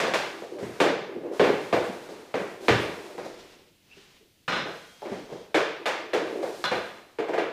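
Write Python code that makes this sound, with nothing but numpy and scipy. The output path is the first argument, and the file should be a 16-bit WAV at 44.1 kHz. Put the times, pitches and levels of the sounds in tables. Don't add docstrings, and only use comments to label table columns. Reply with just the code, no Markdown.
import sys
import numpy as np
from scipy import signal
from scipy.fft import rfft, irfft, next_fast_len
from scipy.io import wavfile
from scipy.ndimage import map_coordinates

SR = 44100
rng = np.random.default_rng(int(sys.argv[2]) if len(sys.argv) > 2 else 0)


def dump_mix(stems):
    frames = np.atleast_2d(stems).T
    limited = np.clip(frames, -1, 1)
    pcm = np.round(limited * 32767).astype(np.int16)
    wavfile.write(sys.argv[1], SR, pcm)


N = 331632
TIME = np.arange(N) / SR
AGE = np.arange(SR) / SR

# t/s, floor knock level/dB, blade clack level/dB, edge snap level/dB, floor pitch f/Hz
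STICK_BLOWS = [(0.001, -30.5, -28.5, -38, 577), (0.033, -29, -31, -51, 500), (0.067, -29, -37, -47, 533),
               (0.137, -28, -26, -37, 588), (0.42, -39, -65, -59, 513), (0.586, -39.5, -50.5, -56, 434),
               (0.632, -52, -48.5, -64.5, 370), (0.802, -19, -24, -36.5, 435),
               (0.867, -24.5, -36, -63, 456), (1.256, -40, -62.5, -71.5, 372),
               (1.396, -16, -26.5, -45, 409), (1.44, -24.5, -31, -46.5, 527),
               (1.472, -23, -34.5, -57.5, 430), (1.727, -20.5, -29, -44.5, 490),
               (2.089, -40, -54, -56.5, 374), (2.341, -26.5, -35, -50.5, 490),
               (2.397, -31, -42.5, -60.5, 424), (2.683, -18.5, -21, -37.5, 445),
               (2.831, -31.5, -43.5, -68, 435.4), (3.18, -37, -46, -56, 544), (3.246, -40.5, -52, -55, 500),
               (4.655, -36, -50, -65, 470), (5.019, -38, -58, -64, 596), (5.053, -37.5, -47, -65.5, 324),
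               (5.117, -33.5, -47, -58, 395), (5.292, -41.5, -62, -68, 430),
               (5.323, -38.5, -55.5, -60, 460), (5.544, -20, -24, -39, 446), (5.857, -28, -28, -39.5, 624),
               (6.133, -23, -30.5, -43, 458), (6.427, -29, -44, -53, 523), (6.477, -37.5, -63, -62, 428),
               (6.714, -26.5, -31, -50.5, 500), (7.186, -26.5, -38, -56, 467),
               (7.283, -29.5, -42, -57, 470), (7.334, -28, -37, -54, 493), (7.379, -26, -32.5, -52, 458)]
# t/s, distance/m
STICK_DISTANCE = [(0, 3.5), (0.8, 4.3), (1.6, 4.1), (2.7, 2.72), (5.2, 6.1), (7.5, 6.25)]
# f/Hz, width/Hz, relative level/dB
PANEL_RESONANCES = [(302, 58, -3), (437, 60, 2), (599, 78, -2.5), (770, 312, -12)]
# f/Hz, width/Hz, relative level/dB
BLADE_RESONANCES = [(956, 400, 0.5), (1600, 277, 4.5), (2263, 586, 0), (3614, 420, -1.5),
                    (4390, 1100, -9.5)]
# f/Hz, relative level/dB, time to fade by 60 dB/s
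SHAFT_MODES = [(820, -4, .07), (1202, -1, .08), (1644, 0, .08), (1965, 0, .07), (2122, -2, .06),
               (2729, -3, .06), (2995, -8, .05), (3603, -5, .08), (4129, -10, .06), (5460, -18, .05)]
# f/Hz, relative level/dB
THUMP_COLOUR = [(25, -35.5), (60, -23), (120, -4.5), (190, 5), (270, 2), (360, -1), (600, -35.5),
                (1500, -91)]
# f/Hz, relative level/dB
SNAP_COLOUR = [(1500, -27.5), (3500, 6.5), (5000, 5.5), (7000, 1), (10000, -7.5), (15000, -17.5)]
ROOM_RADIUS_M = 4.26
THUMP_DB, THUMP_LOSS_DB_PER_M = -14.5, 3
LINGER_DB_PER_DB, LINGER_FROM_DB = 0.07, -27
CONTACT_HZ, FIRM_DB, HARDENING = 3900, -24, 0.17
SHAFT_DB = -12.5


def blows(stick_room_db=1, edge_room_db=11):
    track = np.zeros(N)
    thump, snap = click(THUMP_COLOUR), click(SNAP_COLOUR)
    for s, knock_db, clack_db, snap_db, spot_hz in STICK_BLOWS:
        metres = np.interp(s, *np.transpose(STICK_DISTANCE))
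        distance_db = 20 * np.log10(metres / ROOM_RADIUS_M)
        room_db = distance_db + LINGER_DB_PER_DB * (knock_db - LINGER_FROM_DB)
        thump_db = knock_db + THUMP_DB - THUMP_LOSS_DB_PER_M * (metres - ROOM_RADIUS_M)
        tuning = spot_hz / PANEL_RESONANCES[1][0]
        knock = body(np.array(PANEL_RESONANCES) * [tuning, tuning, 1], low_hz=257.4, high_hz=1290)
        contact_hz = np.clip(CONTACT_HZ * amp(HARDENING * (clack_db - FIRM_DB)), 1500, 5000)
        clack = body(BLADE_RESONANCES, low_hz=590, high_hz=contact_hz)
        shaft = low_cut(ring(SHAFT_MODES), cut_hz=500)
        floor_path = garage(room_db)
        stick_path = garage(room_db + stick_room_db)
        edge_path = garage(room_db + edge_room_db)
        parts = [
            (knock, floor_path, knock_db),
            (thump, floor_path, thump_db),
            (clack, stick_path, clack_db),
            (snap, edge_path, snap_db),
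            (shaft, stick_path, clack_db + SHAFT_DB),
        ]
        add(track, s, sum(amp(level_db) * punch(through(path, pulse)) for pulse, path, level_db in parts))
    return track


# t/s, time to release/s, rumble level/dB, edge scrape level/dB, face hiss level/dB
PUCK_PUSHES = [(0.5, 0.073, -39, -61, -66.5), (0.597, 0.27, -41, -47.5, -54.5),
               (1.05, 0.15, -38.5, -58, -70.5), (1.2, 0.14, -36.5, -56, -74),
               (1.315, 0.38, -41, -48.5, -51), (2.6, 0.17, -36.5, -54, -51.5), (5.77, 0.28, -40, -64, -67),
               (6.2, 0.22, -34.5, -49, -56), (6.415, 0.25, -54, -53, -51.5)]
# t/s, time to rest/s, rumble level/dB, edge scrape level/dB, face hiss level/dB
PUCK_GLIDES = [(0.136, 0.63, -38, -43, -48.5), (1.726, 1.03, -41, -43, -49.5),
               (2.342, 1.5, -51.5, -49.5, -56.5), (2.77, 1.07, -41.5, -48, -53),
               (4.64, 1.15, -68, -60, -55), (6.714, 0.61, -50, -46.5, -53.5)]
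# f/Hz, width/Hz, relative level/dB
RUMBLE_RESONANCES = [(335.7, 49.5, 0), (414, 55, 0.5), (555, 140, -7)]
# f/Hz, relative level/dB
SCRAPE_COLOUR = [(100, -34), (200, 2.5), (700, 8.5), (1200, 3), (2600, -2.5), (4500, -22), (8000, -25.5),
                 (15000, -51.5)]
# f/Hz, relative level/dB
HISS_COLOUR = [(1500, 1.5), (4000, 9.5), (7000, 3.5), (11000, -2.5), (15500, -10)]
BUMPS_PER_S = 110


def sliding(pressure_db=-0.9):
    rumble, scrape, hiss = np.zeros((3, N))
    for moves, shape in [(PUCK_PUSHES, push), (PUCK_GLIDES, glide)]:
        for s, length_s, rumble_db, scrape_db, hiss_db in moves:
            motion = shape(length_s)
            add(rumble, s, amp(rumble_db) * motion)
            add(scrape, s, amp(scrape_db) * motion)
            add(hiss, s, amp(hiss_db) * motion)
    bumps = (rng.random(N) < BUMPS_PER_S / SR) * rng.uniform(-1, 1, N)
    shaken_panel = through(bumps, body(RUMBLE_RESONANCES, low_hz=168, high_hz=784))
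    panel = unit(through(shaken_panel, garage(room_db=-6.5)))
    pressure = amp(pressure_db * wobble(22))
    return rumble * panel + pressure * (scrape * noise(SCRAPE_COLOUR) + hiss * noise(HISS_COLOUR))


def push(length_s, attack_s=0.03, release_s=0.066):
    taking_hold = 1 - np.exp(-TIME / attack_s)
    letting_go = np.exp(-np.maximum(TIME - length_s, 0) / release_s)
    return taking_hold * letting_go


def glide(length_s, attack_s=0.022, speed_law=1.57):
    speed = np.maximum(1 - TIME / length_s, 0)
    return (1 - np.exp(-TIME / attack_s)) * speed ** speed_law


# t/s, crash level/dB, ring level/dB, thump level/dB, relative room level/dB
METAL_BANGS = [(4.479, -29.5, -35, -40, 21), (4.523, -30, -40, -42, 6), (4.558, -33.5, -40.5, -41, 11),
               (6.641, -31.5, -29, -44.5, -1.5)]
# f/Hz, relative level/dB
CRASH_COLOUR = [(60, -24), (150, -17), (300, -13), (520, 7), (720, -4), (1500, 4.5), (2500, -1), (4100, -5),
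                (4550, -26), (5000, -7.5), (5600, -20), (6000, -19.5), (15000, -53)]
# f/Hz, relative level/dB, time to fade by 60 dB/s
METAL_MODES = [(580, -15, 0.64), (835, 8, 0.18), (1023, 6, 0.18), (1252, 8.5, 0.099), (1475, 10, 0.052),
               (1600, 3, 0.05), (2160, -24, 0.031), (2850, 4, 0.034), (3420, 8, 0.033), (3644, 2.5, 0.039),
               (4040, 11, 0.03), (5530, -3, 0.058)]
# f/Hz, relative level/dB, time to fade by 60 dB/s
SINGING_MODES = [(2640, 7, 0.59), (3240, -12.5, 6.9), (4240, -10, 2.1), (5230, -11, 1.6), (5630, -13, 1.1),
                 (6340, -22, 6.3)]


def bangs(sing_db=-17):
    track = np.zeros(N)
    for s, crash_db, ring_db, thump_db, room_db in METAL_BANGS:
        path = garage(room_db)
        parts = [
            (click(CRASH_COLOUR), crash_db),
            (low_cut(ring(METAL_MODES), cut_hz=520), ring_db),
            (click(THUMP_COLOUR), thump_db),
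        ]
        add(track, s, sum(amp(level_db) * punch(through(path, pulse)) for pulse, level_db in parts))
    s, crash_db = METAL_BANGS[0][:2]
    add(track, s, amp(crash_db + sing_db) * punch(ring(SINGING_MODES, size=SR)))
    return track


# t/s, level/dB
HEAVY_THUDS = [(0.631, -48), (1.734, -43), (2.707, -28), (6.716, -48.5)]
# f/Hz, relative level/dB, time to fade by 60 dB/s
WALL_MODES = [(65.6, -12.5, 0.62), (86, -12.5, 0.76), (98, 2.5, .25), (118.6, 6, 0.33), (155, -11.5, 0.46)]


def thuds(attack_s=0.00716):
    track = np.zeros(N)
    for s, db in HEAVY_THUDS:
        boom = ring(WALL_MODES, size=SR) * (1 - np.exp(-AGE / attack_s))
        add(track, s, amp(db) * punch(boom))
    return track


# t/s, panel level/dB, heel thump level/dB
FOOTSTEPS = [(0.626, -38, -37), (1.166, -44.5, -42), (1.892, -53, -38.5), (3.968, -55, -63),
             (4.207, -59.5, -68.5), (5.117, -55, -38), (5.322, -62, -45), (6.714, -58, -40)]


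def steps(room_db=-8):
    track = np.zeros(N)
    for s, panel_db, heel_db in FOOTSTEPS:
        path = garage(room_db)
        parts = [
            (body(RUMBLE_RESONANCES, low_hz=120, high_hz=498), panel_db),
            (click(THUMP_COLOUR), heel_db),
        ]
        add(track, s, sum(amp(level_db) * punch(through(path, pulse)) for pulse, level_db in parts))
    return track


# middle t/s, half-width/s, level/dB
BRUSHES = [(3.4, 0.22, -54), (3.99, 0.11, -56.5), (4.154, 0.11, -62), (5.114, 0.11, -53.5),
           (5.341, 0.17, -56)]
# f/Hz, relative level/dB
BRUSH_COLOUR = [(300, 1), (1200, -3), (2800, 1), (5500, -5), (8000, -13.5), (15000, -29)]


def scuffs(uneven_db=1.2):
    envelope = sum(amp(db) * np.exp(-((TIME - s) / width_s) ** 2) for s, width_s, db in BRUSHES)
    return envelope * amp(uneven_db * wobble(35)) * noise(BRUSH_COLOUR)


# middle t/s, f/Hz, level/dB before the room
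SOLE_SQUEAKS = [(3.922, 2636, -51)]


def squeaks(waver=0.067):
    track = np.zeros(N)
    for s, hz, db in SOLE_SQUEAKS:
        phase = 2 * np.pi * np.cumsum(hz * (1 + waver * wobble(790))) / SR
        swell = np.exp(-.5 * ((TIME - s) / .012) ** 2)
        track += amp(db) * swell * np.sin(phase)
    return through(track, garage(room_db=-14))


# f/Hz, time to fade by 60 dB/s
GARAGE_FADE = [(100, 0.85), (300, 0.45), (800, 0.63), (2000, 0.72), (5000, 0.68), (9000, 0.43),
               (15000, 0.37)]


def garage(room_db, walls_db=-5, build_s=0.00067, early_s=.02, hold_s=0.0073, count=12):
    hz, t, z = signal.stft(rng.standard_normal(SR), SR, nperseg=256)
    fading = np.hypot(t, hold_s) - hold_s
    fade_gain = amp(-60 * fading / along(GARAGE_FADE, hz)[:, None])
    tail = signal.istft(z * fade_gain, SR, nperseg=256)[1][:SR]
    path = tail * (1 - np.exp(-AGE / build_s)) * amp(room_db - 24.5)
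    delays = rng.uniform(.002, early_s, count)
    path[(delays * SR).astype(int)] += amp(walls_db) * rng.uniform(-1, 1, count)
    path[0] += 1
    return path


# f/Hz, relative level/dB
AIR_COLOUR = [(25, -8.5), (45, -8), (80, -1), (120, -0.5), (300, -3.5), (700, -15.5), (1200, -20.5),
              (3000, -11), (8000, -21), (15500, -22.5)]


def air(level_db=-63.5):
    return amp(level_db) * noise(AIR_COLOUR)


def body(resonances, low_hz, high_hz, size=8192):
    f = np.fft.rfftfreq(size, 1 / SR)
    gain = 0
    for k, (centre, width, db) in enumerate(resonances):
        sign = (-1) ** k
        gain = gain + sign * amp(db) * 1j * f * width / (centre * centre - f * f + 1j * f * width)
    band = signal.butter(2, [low_hz, high_hz], "band", fs=SR, output="sos")
    return signal.sosfilt(band, irfft(gain))


def ring(modes, size=SR // 3, scatter_db=2):
    t = AGE[:size]
    sound = 0
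    for hz, db, t60 in modes:
        level_db = db + scatter_db * rng.standard_normal() - 60 * t / t60
        sound = sound + amp(level_db) * np.sin(2 * np.pi * hz * t)
    return sound


def click(spectrum, size=4096):
    cepstrum = irfft(np.log(amp(along(spectrum, np.fft.rfftfreq(size, 1 / SR)))))
    cepstrum[1:size // 2] *= 2
    cepstrum[size // 2 + 1:] = 0
    return irfft(np.exp(rfft(cepstrum)))


def noise(spectrum):
    return unit(through(rng.standard_normal(N), click(spectrum)))


def wobble(rate):
    knots = rng.standard_normal(int(N * rate / SR) + 4)
    return map_coordinates(knots, [TIME * rate])


def low_cut(x, cut_hz):
    return signal.sosfilt(signal.butter(2, cut_hz, "high", fs=SR, output="sos"), x)


def through(x, response):
    return signal.fftconvolve(x, response)[:len(x)]


def along(points, hz):
    f, v = np.transpose(points)
    return np.interp(np.log(hz + 1), np.log(f + 1), v)


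def amp(db):
    return 10 ** (np.asarray(db) / 20)


def unit(x):
    return x / np.sqrt(np.mean(x ** 2) + 1e-20)


def punch(x, size=1800):
    return x / np.sqrt(np.mean(x[:size] ** 2) + 1e-20)


def add(track, s, sound):
    start = max(round(s * SR), 0)
    part = sound[:max(N - start, 0)]
    track[start:start + len(part)] += part


def scene():
    contacts = blows() + bangs() + thuds() + steps()
    friction = sliding() + scuffs() + squeaks()
    return (contacts + friction + air())[None]


def record(dry, top_hz=15500):
    size = next_fast_len(N + SR // 2)
    kept = np.fft.rfftfreq(size, 1 / SR) < top_hz
    return irfft(rfft(dry, size) * kept, size)[:, :N]


dry = scene()
out = record(dry)
dump_mix(out)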